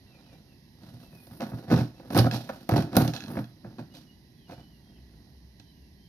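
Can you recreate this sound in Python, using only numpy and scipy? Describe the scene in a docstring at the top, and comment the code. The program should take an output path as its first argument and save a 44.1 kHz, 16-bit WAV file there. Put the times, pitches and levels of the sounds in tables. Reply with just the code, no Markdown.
"""Outdoor hiss, a low drone and far birds lie under the whole scene: shaped noise and gliding sines.
Over them an appliance's hollow plastic base is tugged, knocked and scraped over a tiled porch floor.
Slips, rattles and knocks ring one shell: boom, walls and panels are decaying modes, grit is noise puffs.
The drain hose adds short bright ticks; porch reflections surround the shell and the birds.
Two microphone ports hear it all a little apart."""
import sys
import numpy as np
from scipy import signal
from scipy.fft import rfft, irfft, next_fast_len
from scipy.io import wavfile
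from scipy.ndimage import uniform_filter1d

SR = 44100
rng = np.random.default_rng(int(sys.argv[2]) if len(sys.argv) > 2 else 0)


def to_wav(s):
    """Save 16-bit WAV."""
    ch = np.atleast_2d(s).T  # columns
    pcm = np.round(np.clip(ch, -1, 1) * 32767)  # PCM
    wavfile.write(sys.argv[1], SR, pcm.astype(np.int16))


def volts_from_db(level):
    """Convert decibel levels to linear amplitude ratios."""
    exponent = np.asarray(level, float) / 20
    return 10 ** exponent


N = 268304

# Outdoor hiss and rumble, relative spectrum: [f/Hz, level/dB]
AIR_COLOUR = [(15, -66), (25, -15), (55, -4), (170, 0.5), (373, -12), (427, -15.5), (463, -24), (754, -23),
              (1230, -21), (2610, -27.5), (3620, -31), (5280, -29), (7310, -31.5), (12500, -31),
              (16000, -54)]
# Bumps and dips in that spectrum: [f/Hz, width/Hz, level/dB]
AIR_BUMPS = [(520, 30, 1.5), (1324, 250, -19.5), (1941, 81, 6.5), (2380, 340, -3), (3500, 170, -2),
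             (3950, 15, 12), (5150, 120, 3.5), (7850, 1100, -23.5)]
# Phase of the hiss, left ahead of right: [f/Hz, lead/rad]
AIR_LEAD = [(0, -2), (800, 1), (3000, 2.5), (16000, 12.5)]
# Left over right in the hiss: [f/Hz, level/dB]
AIR_BALANCE = [(60, 5), (110, -5), (200, -1.5), (380, -2.5), (700, -6.5), (1290, -6.5), (2380, -2.5),
               (4400, -22), (8120, 2), (15000, -7)]
# How alike the hiss is at the two ports: [f/Hz, likeness 0..1]
AIR_LIKENESS = [(60, 0.98), (300, 1), (800, 0.45), (2000, 0.16), (5000, 0.74), (10000, 0.23)]
AIR_DB = -56  # rms before the port balance
TREBLE_CUT_HZ = 14600  # the hiss stops sharply above this

# Swell of the drone, rms: [t/s, level/dB]
DRONE_SWELL = [(0, -62), (.8, -74), (4.452, -75), (4.6, -56.5), (4.85, -64.5), (5.1, -55), (5.7, -57),
               (6.08, -65)]
DRONE_HZ, DRONE_WIDTH_HZ = 66, 8

# Far bird whistles: [start t/s, length t/s, first f/Hz, last f/Hz, level/dB]
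WHISTLES = [(.057, .11, 2760, 2540, -74), (0.127, 0.04, 2540, 2350, -71), (.212, .13, 3230, 2600, -78.5),
            (0.216, .13, 2730, 2300, -76), (.477, 0.054, 2850, 2560, -74), (.61, 0.056, 2700, 2650, -82),
            (1.011, .07, 2750, 2610, -75), (1.112, .11, 2600, 2450, -69.5), (1.952, .043, 2670, 2600, -74),
            (3.901, 0.064, 2850, 2980, -72.5), (4.064, 0.048, 2950, 2866, -70),
            (4.352, 0.15, 3520, 2730, -74), (4.325, 0.3, 2580, 2290, -85.5),
            (4.523, 0.125, 2930, 3010, -70), (4.691, 0.083, 3110, 2720, -76),
            (4.82, 0.13, 3245, 3220, -79.5), (4.945, 0.032, 3250, 2870, -72),
            (4.899, 0.1, 2860, 2525, -80.5), (5.61, .11, 3200, 3025, -76), (5.71, .17, 3010, 2650, -81),
            (5.975, 0.15, 3150, 3150, -73.5)]
BIRD_SWELL_DB = 6  # a whistle ends louder than it starts

# Decay of the porch reflections: [f/Hz, t60 t/s]
PORCH_DECAY = [(150, 0.12), (600, 0.26), (2500, 0.29), (9000, 0.25)]
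PORCH_DB = -7.5  # porch under the shell

# Tugs, each a chatter of slips that swells and dies, signs of the times ignored:
# [peak t/s, time to rise 20 dB t/s, time to fall 20 dB t/s, walls rms level/dB, grit over walls level/dB]
TUGS = [(.126, 0.4, 0.5, -64.5, -9), (.344, 0.4, .3, -60.5, -11), (.832, 0.11, 0.7, -57.5, -9),
        (1.152, 0.25, .2, -58, -14), (1.312, 0.07, .13, -50, -15), (1.531, -0.01, 0.38, -45, -19.5),
        (1.645, -0.4, 0.3, -61, -15), (1.682, -0.0043, 0.03, -33.5, -20),
        (1.716, 0.0427, 0.1365, -20.5, -25.5), (1.783, 0.07, 0.12, -35.5, -15.5),
        (2.145, 0.0363, 0.12, -21.5, -19), (2.189, 0.0276, 0.0063, -23, -9),
        (2.267, 0.0525, 0.0018, -21, -23), (2.331, 0.033, -0.1139, -35.5, -8), (2.56, 1.1, 0.3, -54.5, -8),
        (2.761, 0.0324, .09, -23, -20), (2.818, 0.005, 0.11, -31, -28.5),
        (2.948, -0.0368, 0.04, -27.5, -20), (3.086, 0.14, 0.03, -29.5, -19), (3.32, 0.13, 0.12, -47.5, -33),
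        (3.357, 0.22, 0.1, -35.5, -25), (3.765, 0.46, 0.35, -52.5, -23), (3.924, 0.5, 0.6, -59, -32),
        (3.947, 0.04, -0.0958, -56.5, 1.5), (4.509, -0.04, 0.09, -48.5, -8.5),
        (4.587, 0.04, -0.07, -48.5, -16), (4.92, 0.65, 0.38, -63, -23), (5.15, -0.13, 0.5, -60, -24)]
# Abrupt rattles, full at once, many of them beside a knock or a hose tick:
# [start t/s, time to fall 20 dB t/s, walls rms level/dB, panels over walls level/dB, grit over walls level/dB]
RATTLES = [(1.403, .11, -34, -2, -16.5), (1.998, 0.6, -47.5, -9, -23.5), (2.311, 0.0063, -35, 0, -1),
           (2.492, 0.06, -45.5, 8, -9.5), (2.692, 0.0927, -25, -3, -16.5), (2.969, 0.0772, -15, -7, -22.5),
           (3.137, 0.1139, -45, 0.5, -2), (3.368, 0.05, -28.5, -7.5, -26.5),
           (3.643, 0.0547, -41.5, -10, -43), (3.785, 0.0428, -34, -7, -22.5)]
# Airy slides, sheen only, signs of the times ignored:
# [peak t/s, time to rise or fall 20 dB t/s, level/dB]
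SLIDES = [(.9, .3, -73), (1.29, 0.5, -61.5), (1.448, 0.32, -63.5), (2.115, 0.1, -60.5),
          (2.155, -0.0441, -38.5), (2.52, 0.43, -67), (2.99, -0.04, -39.5), (3.04, 0.08, -49.5),
          (3.32, 0.17, -55), (3.955, 0, -60)]
SLIPS_PER_S = 340
BEND = 1.16  # power of time in the swell: round top, steep skirts
GRIT_FOLLOW, PANELS_FOLLOW = 0.91, 1.16  # share of a tug's fall, in dB, that grit and panels follow
SLIP_BOOM_DB = -1  # boom over walls in the slips, one fixed offset
SLIP_PANELS_DB, PANELS_PER_GRIT = -1.5, 0.37  # panels over walls in a tug, plus a share of its grit dB
SLIP_SHEEN_DB = -7.5  # sheen over grit

# Single knocks:
# [t/s, panels peak level/dB, weight (boom over panels) level/dB, hardness (crack over panels) level/dB]
KNOCKS = [(.833, -49.5, 5, -8), (0.878, -53, 17, -18), (0.938, -54.5, 21, -12), (1.128, -46.5, 7.5, -32),
          (1.269, -45.5, -11, -5.5), (1.31, -44, 4, -20), (1.4, -32, -3, -34), (1.406, -26, -13, -12.5),
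          (1.517, -30.5, -1, -41), (1.532, -33, 11.5, -39), (1.676, -44, 2, -36), (1.707, -25.5, -4, -15.5),
          (1.722, -19.5, 5, -21), (1.739, -26.5, 5, -23), (1.762, -38.5, 25, 3), (1.777, -28.5, -5, -6.5),
          (1.785, -26.5, 14, -16.5), (1.808, -28, 7, -22), (1.997, -39, -9, -20),
          (2.104, -24.5, -10, -18.5), (2.133, -38, -15, -28), (2.147, -20, 5, -11), (2.165, -14, -9, -28),
          (2.176, -12.5, -4.5, -9.5), (2.194, -18, 12, -24), (2.21, -22, 12, -27), (2.243, -20, 6, -29),
          (2.268, -19.5, -2.5, -31), (2.491, -23, -39, -20), (2.496, -26, -55, -23),
          (2.691, -14.5, -16.5, -16), (2.718, -20, 8, -36), (2.738, -17, -8, -22.5), (2.778, -17.5, 4, -17),
          (2.768, -29.5, -4.5, -5), (2.823, -29.5, 4, -5.5), (2.93, -25.5, -18.5, -19.5),
          (2.955, -22, -8, -10.5), (2.967, -9, 2, -8), (2.983, -18.5, 0, -24.5), (3.019, -24.5, 9.5, -5),
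          (3.077, -29, 9, 2), (3.281, -38, -8, -5), (3.369, -21, -15, -31), (3.645, -35.5, -2, -46),
          (3.784, -33, -4, -18), (3.938, -63, -18, 5), (4.496, -35, -8, -23.5), (4.507, -36, -19, -35),
          (4.519, -33, -19, -28), (4.53, -35.5, -19, -29), (4.577, -44, 3, -25), (5.598, -50.5, -8, 3.5)]
KNOCK_WALLS_DB, WALLS_PER_WEIGHT = -2.1, 0.24  # walls over panels, plus a share of the weight
KNOCK_SHEEN_DB = -6.5  # sheen over crack for a usual knock
SHEEN_PER_DB, USUAL_KNOCK_DB = 0.66, -24.5  # louder knocks throw more sheen

# Modes of the whole shell: [f/Hz, level/dB, t60 t/s]
BOOM_MODES = [(120.7, -5.5, .25), (130.6, -12, 0.19), (157, -5, 0.19)]
# Modes of the side walls: [f/Hz, level/dB, t60 t/s]
WALL_MODES = [(209.3, 1, 0.13), (243.6, -5, 0.15), (250.6, 2, 0.1), (295, 0, 0.13), (332.5, -4, 0.1),
              (395, -8, 0.081)]
# Modes of the drumming panels: [f/Hz, level/dB, t60 t/s]
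PANEL_MODES = [(490.5, 0.5, 0.053), (534.4, 2.5, 0.049), (602, -0.5, 0.0742), (685.6, 4.5, 0.046),
               (780, 3, 0.04), (880, -3, 0.06), (980, -2, 0.033), (1120, -3.5, 0.023), (1270, -3, 0.026),
               (1413, -4.5, 0.033), (1510, -7, 0.046), (1700, 0.5, 0.016), (1940, -8.5, 0.016),
               (2178, -9, 0.021), (2466, -13, 0.034), (2600, -13.5, 0.035)]
# Relative spectrum of the gritty crack: [f/Hz, level/dB]
GRIT_COLOUR = [(1650, -17), (2800, -1), (2990, -1.5), (3950, 1.5), (5880, -2), (6680, -11.5), (7800, -16.5),
               (10100, -22), (17200, -120)]
# Relative spectrum of the airy sheen on top of it: [f/Hz, level/dB]
SHEEN_COLOUR = [(4820, -21), (8200, -28.5), (9060, -1), (12700, 6), (15000, -2.5), (16200, -31)]
SLIP_T60, CRACK_T60 = 0.061, 0.026  # s, noise puffs of slips and of knocks
USUAL_CRACK_DB, HARD_TILT = -15, 0.098  # crack over panels; panel tilt, dB/octave per dB of extra crack
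LIGHT_TILT = 0.059  # panel tilt, dB/octave per dB that the boom lies under the panels
LOW_CUT_HZ = 88

# Ticks of the drain hose: [t/s, peak level/dB]
TICKS = [(2.3124, -22), (2.3353, -38), (3.076, -57), (3.136, -26), (3.1633, -23.5), (3.176, -37),
         (3.205, -27), (3.223, -36.5), (3.238, -33), (3.2606, -38), (3.4424, -41), (5.095, -60),
         (5.6, -46.5)]
# Modes of the hose: [f/Hz, level/dB, t60 t/s]
HOSE_MODES = [(1370, -6, 0.058), (1664, 9, 0.018), (2600, 5, 0.023), (3370, 1, 0.038), (3900, 2.5, 0.024),
              (4300, 4.5, 0.016), (5130, 3.5, 0.017), (5710, -4, 0.022), (6200, -5, 0.034),
              (6840, -6, 0.016)]

# Phase of the near sounds, left ahead of right: [f/Hz, lead/rad]
NEAR_LEAD = [(0, -3), (1000, 1), (1700, 1.2), (2800, 1.5), (3900, 3.5), (7100, 8.5), (10600, 4),
             (12000, 11), (16000, 9.5)]
# Left over right in the near sounds: [f/Hz, level/dB]
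NEAR_BALANCE = [(100, -1.8), (300, -1), (700, -3), (1300, -3), (2400, -2), (4400, -11.5), (7000, -3.5),
                (12000, -3.5)]


def evened(x):
    """Scales to rms 1."""
    return x / np.sqrt(np.mean(x ** 2) + 1e-20)


def read(points, hz):
    """Reads a table on a log-frequency axis."""
    f, value = np.transpose(points)
    return np.interp(np.log(hz + 1), np.log(f + 1), value)


def shaped(x, response):
    """Multiplies the spectrum of x by response(hz)."""
    size = next_fast_len(N + 4096)
    hz = np.fft.rfftfreq(size, 1 / SR)
    return irfft(rfft(x, size) * response(hz), size)[..., :N]


def ports(x, lead, balance):
    """Each port gets half the level and phase difference."""
    side = np.array([[.5], [-.5]])
    return shaped(x, lambda hz: volts_from_db(side * read(balance, hz)) * np.exp(1j * side * read(lead, hz)))


def air():
    """Outdoor hiss and far rumble: random short-time spectra with drifting patches."""
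    frames, hz = N // 256 + 5, np.fft.rfftfreq(1024, 1 / SR)
    a, b, c, d, patches = rng.standard_normal((frames, 513, 5)).T
    patches = uniform_filter1d(patches, size=10, axis=0)  # over frequency
    patches = evened(uniform_filter1d(patches, size=14, axis=1))  # over time
    same = np.clip(read(AIR_LIKENESS, hz), 0, 1)[:, None]
    left = a + 1j * b
    right = same * left + np.sqrt(1 - same ** 2) * (c + 1j * d)
    spectra = np.array([left, right]) * volts_from_db(0.71 * patches)
    white = signal.istft(spectra, nperseg=1024, noverlap=768)[1][:, :N]

    def colour(hz):
        bumps = sum(db * np.exp(-((hz - f) / width) ** 2) for f, width, db in AIR_BUMPS)
        return volts_from_db(read(AIR_COLOUR, hz) + bumps)

    hiss = shaped(white, colour)
    hiss = shaped(hiss, lambda hz: 1 / (1 + (hz / TREBLE_CUT_HZ) ** 80))
    return ports(volts_from_db(AIR_DB) * evened(hiss), AIR_LEAD, AIR_BALANCE)


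def drone():
    """A far engine-like hum, noise in one narrow low band, that swells and fades."""
    noise = rng.standard_normal(N)
    hum = shaped(noise, lambda hz: 1 / (1 + ((hz - DRONE_HZ) / DRONE_WIDTH_HZ) ** 4))
    s, db = np.transpose(DRONE_SWELL)
    return volts_from_db(np.interp(np.arange(N) / SR, s, db)) * evened(hum)


def birds():
    """Gliding whistles, blurred by distance into a slight flutter of pitch and level."""
    out = np.zeros(N)
    waver, flutter = (evened(uniform_filter1d(v, size=500)) for v in rng.standard_normal((2, N)))
    for s, length, first_hz, last_hz, db in WHISTLES:
        part = slice(round(s * SR), min(round((s + length) * SR), N))
        count = part.stop - part.start
        hz = np.linspace(first_hz, last_hz, count) * (1 + 0.0074 * waver[part])
        swell_db = BIRD_SWELL_DB * np.linspace(-.5, .5, count)
        level = volts_from_db(db + swell_db + 0.75 * flutter[part]) * signal.windows.tukey(count, .3)
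        out[part] += np.sqrt(2) * level * np.sin(2 * np.pi * np.cumsum(hz) / SR)
    return out


def porch(x):
    """Dense reflections of random sign, other ones at each port, each band dying at its own speed."""
    taps = np.zeros((2, SR // 2))
    # one reflection at a random place in every 20 samples
    at = np.arange(200, SR // 2 - 20, 20) + rng.integers(0, 20, (2, (SR // 2 - 201) // 20))
    np.put_along_axis(taps, at, rng.choice([-1., 1.], at.shape), 1)
    hz, t, z = signal.stft(taps, SR, nperseg=512)
    same = 1 / (1 + (hz[:, None] / 700) ** 2)  # long waves reach both ports alike
    z[1] = same * z[0] + np.sqrt(1 - same ** 2) * z[1]
    z *= hz[:, None] / np.hypot(hz[:, None], 500)  # the open side lets the bass out
    decay = volts_from_db(-60 * t / read(PORCH_DECAY, hz)[:, None])
    tail = signal.istft(z * decay, SR, nperseg=512)[1]
    return signal.fftconvolve(x[None], tail / np.linalg.norm(tail[0]), axes=1)[:, :N]


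def swell(s, peak_s, rise_s, fall_s):
    """Level in dB relative to the peak at times s, a rounded rise and fall."""
    late = s[:, None] - peak_s
    return -20 * np.where(late < 0, -late / np.abs(rise_s), late / np.abs(fall_s)) ** BEND


def summed(db):
    """Adds the powers along each row, in dB."""
    return 10 * np.log10(np.sum(volts_from_db(db) ** 2, 1) + 1e-20)


def slips():
    """Stick-slip chatter at random instants: samples and levels (boom, walls, panels, grit, sheen)."""
    at = np.flatnonzero(rng.random(N) < SLIPS_PER_S / SR)
    size_db = 3.0 * np.minimum(rng.exponential(1, len(at)), 4)
    size_db -= 20 * np.log10(np.sqrt(np.mean(volts_from_db(size_db) ** 2)))
    tugs = [(*row, SLIP_PANELS_DB + PANELS_PER_GRIT * row[-1]) for row in TUGS]
    rattles = [(s, 1 / SR, fall_s, db, gritty, hollow) for s, fall_s, db, hollow, gritty in RATTLES]
    peak_s, rise_s, fall_s, walls_db, gritty, hollow = np.transpose(tugs + rattles)
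    s = at / SR
    under = swell(s, peak_s, rise_s, fall_s)
    rising = s[:, None] < peak_s
    walls = walls_db + under
    panels = walls_db + hollow + np.where(rising, 1, PANELS_FOLLOW) * under
    rough = walls_db + gritty + np.where(rising, 1, GRIT_FOLLOW) * under
    slide_s, spread_s, slide_db = np.transpose(SLIDES)
    slides = slide_db + swell(s, slide_s, spread_s, spread_s)
    sheen = np.c_[rough + SLIP_SHEEN_DB, slides]
    levels = np.transpose([summed(c) for c in (walls + SLIP_BOOM_DB, walls, panels, rough, sheen)])
    return at, levels + size_db[:, None]


def ring(modes, at, db, slip, spot_db, contact_s, tilt_db=0):
    """Every blow lands on another spot, so it drives each decaying mode with its own strength."""
    hz, mode_db, t60 = np.transpose(modes)
    energy = np.sum(volts_from_db(mode_db) ** 2 * t60 * SR / (4 * np.log(1000)))
    peak = np.sqrt(2 * np.sum(volts_from_db(mode_db) ** 2))
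    # slips are levelled by the rms of their chatter, single blows by their peak
    force = volts_from_db(db) / np.where(slip, np.sqrt(energy * SLIPS_PER_S / SR), peak)
    spot = rng.standard_normal((len(at), len(hz), 2))
    sign = np.where(slip[:, None], np.sign(spot[..., 1]), 1)  # only slips push either way
    drive = force[:, None] * volts_from_db(spot_db * spot[..., 0]) * sign
    drive *= volts_from_db(np.outer(tilt_db, np.log2(hz / hz.mean()) + 1))  # a positive tilt favours upper modes
    out = np.zeros(N)
    for k in range(len(hz)):
        r, w = np.exp(-np.log(1000) / (t60[k] * SR)), 2 * np.pi * hz[k] / SR
        polarity = 1 if hz[k] < 450 else (-1) ** k  # low modes all move with the push
        train = np.bincount(at, drive[:, k] * polarity, N)
        out += volts_from_db(mode_db[k]) * signal.lfilter([0, np.sin(w)], [1, -2 * r * np.cos(w), r * r], train)
    contact = np.hanning(max(round(contact_s * SR), 1) + 2)  # a soft contact rounds the onset
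    return np.convolve(out, contact / contact.sum())[:N]


def grit(at, db, slip, spectrum, same):
    """Each blow lets off a sharp, quickly dying puff of noise, partly unlike at the two ports."""
    power = 0
    for kind, t60 in ((slip, SLIP_T60), (~slip, CRACK_T60)):
        r = np.exp(-2 * np.log(1000) / (t60 * SR))
        start = volts_from_db(db) ** 2 * kind * np.where(slip, (1 - r) * SR / SLIPS_PER_S, .5)
        power = power + signal.lfilter([1], [1, -r], np.bincount(at, start, N))
    noise, same = rng.standard_normal((2, N)), np.clip(same, 0, 1)
    noise[1] = same * noise[0] + np.sqrt(1 - same ** 2) * noise[1]
    return np.sqrt(power) * evened(shaped(noise, lambda hz: volts_from_db(read(spectrum, hz))))


def knocks():
    """Single blows: samples and levels (boom, walls, panels, crack, sheen) set by weight and hardness."""
    s, panels, weight, crack = np.transpose(KNOCKS)
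    walls = KNOCK_WALLS_DB + WALLS_PER_WEIGHT * weight
    sheen = crack + KNOCK_SHEEN_DB + SHEEN_PER_DB * (panels - USUAL_KNOCK_DB)
    over_panels = np.array([weight, walls, 0 * s, crack, sheen])
    return np.round(s * SR).astype(int), (panels + over_panels).T


def hose():
    """The ribbed drain hose ticks against the shell: short bright rings."""
    s, db = np.transpose(TICKS)
    return ring(HOSE_MODES, np.round(s * SR).astype(int), db, np.zeros(len(s), bool), 2.5, 0)


def shell():
    """Slips and knocks ring the same hollow body, from its boom up to grit and sheen."""
    slip_at, slip_db = slips()
    knock_at, knock_db = knocks()
    at = np.r_[slip_at, knock_at]
    boom, walls, panels, crack, sheen = np.r_[slip_db, knock_db].T
    slip = np.arange(len(at)) < len(slip_at)
    hardness = np.clip(crack - panels - USUAL_CRACK_DB, -15, 15)
    lightness = np.clip(panels - boom, 0, 35)
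    tilt_db = HARD_TILT * hardness + LIGHT_TILT * lightness
    body = ring(BOOM_MODES, at, boom, slip, 2.5, .005)
    body += ring(WALL_MODES, at, walls, slip, 3.0, .001)
    body += ring(PANEL_MODES, at, panels, slip, 3.28, .0001, tilt_db)
    body += hose()
    # too small a shell to radiate deep bass
    small = signal.butter(4, LOW_CUT_HZ, "high", fs=SR, output="sos")
    body = signal.sosfilt(small, body)
    return body + grit(at, crack, slip, GRIT_COLOUR, 0.45) + grit(at, sheen, slip, SHEEN_COLOUR, 0.72)


def scene():
    """The shell near by with its reflections, over the outdoor background."""
    background = air() + drone()
    calls = birds()
    far = calls * volts_from_db(np.array([[1.5], [-1.5]])) + volts_from_db(2.0) * porch(calls)  # calls lean to the left
    base = shell()
    near = ports(base + volts_from_db(PORCH_DB) * porch(base.mean(0)), NEAR_LEAD, NEAR_BALANCE)
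    return near + far + background


def roll_off(x):
    """The treble ends steeply here."""
    return signal.sosfilt(signal.butter(12, 17030, fs=SR, output="sos"), x)


def record(dry):
    """Delivers the finished mix."""
    return roll_off(dry)


dry = scene()
out = record(dry)
to_wav(out)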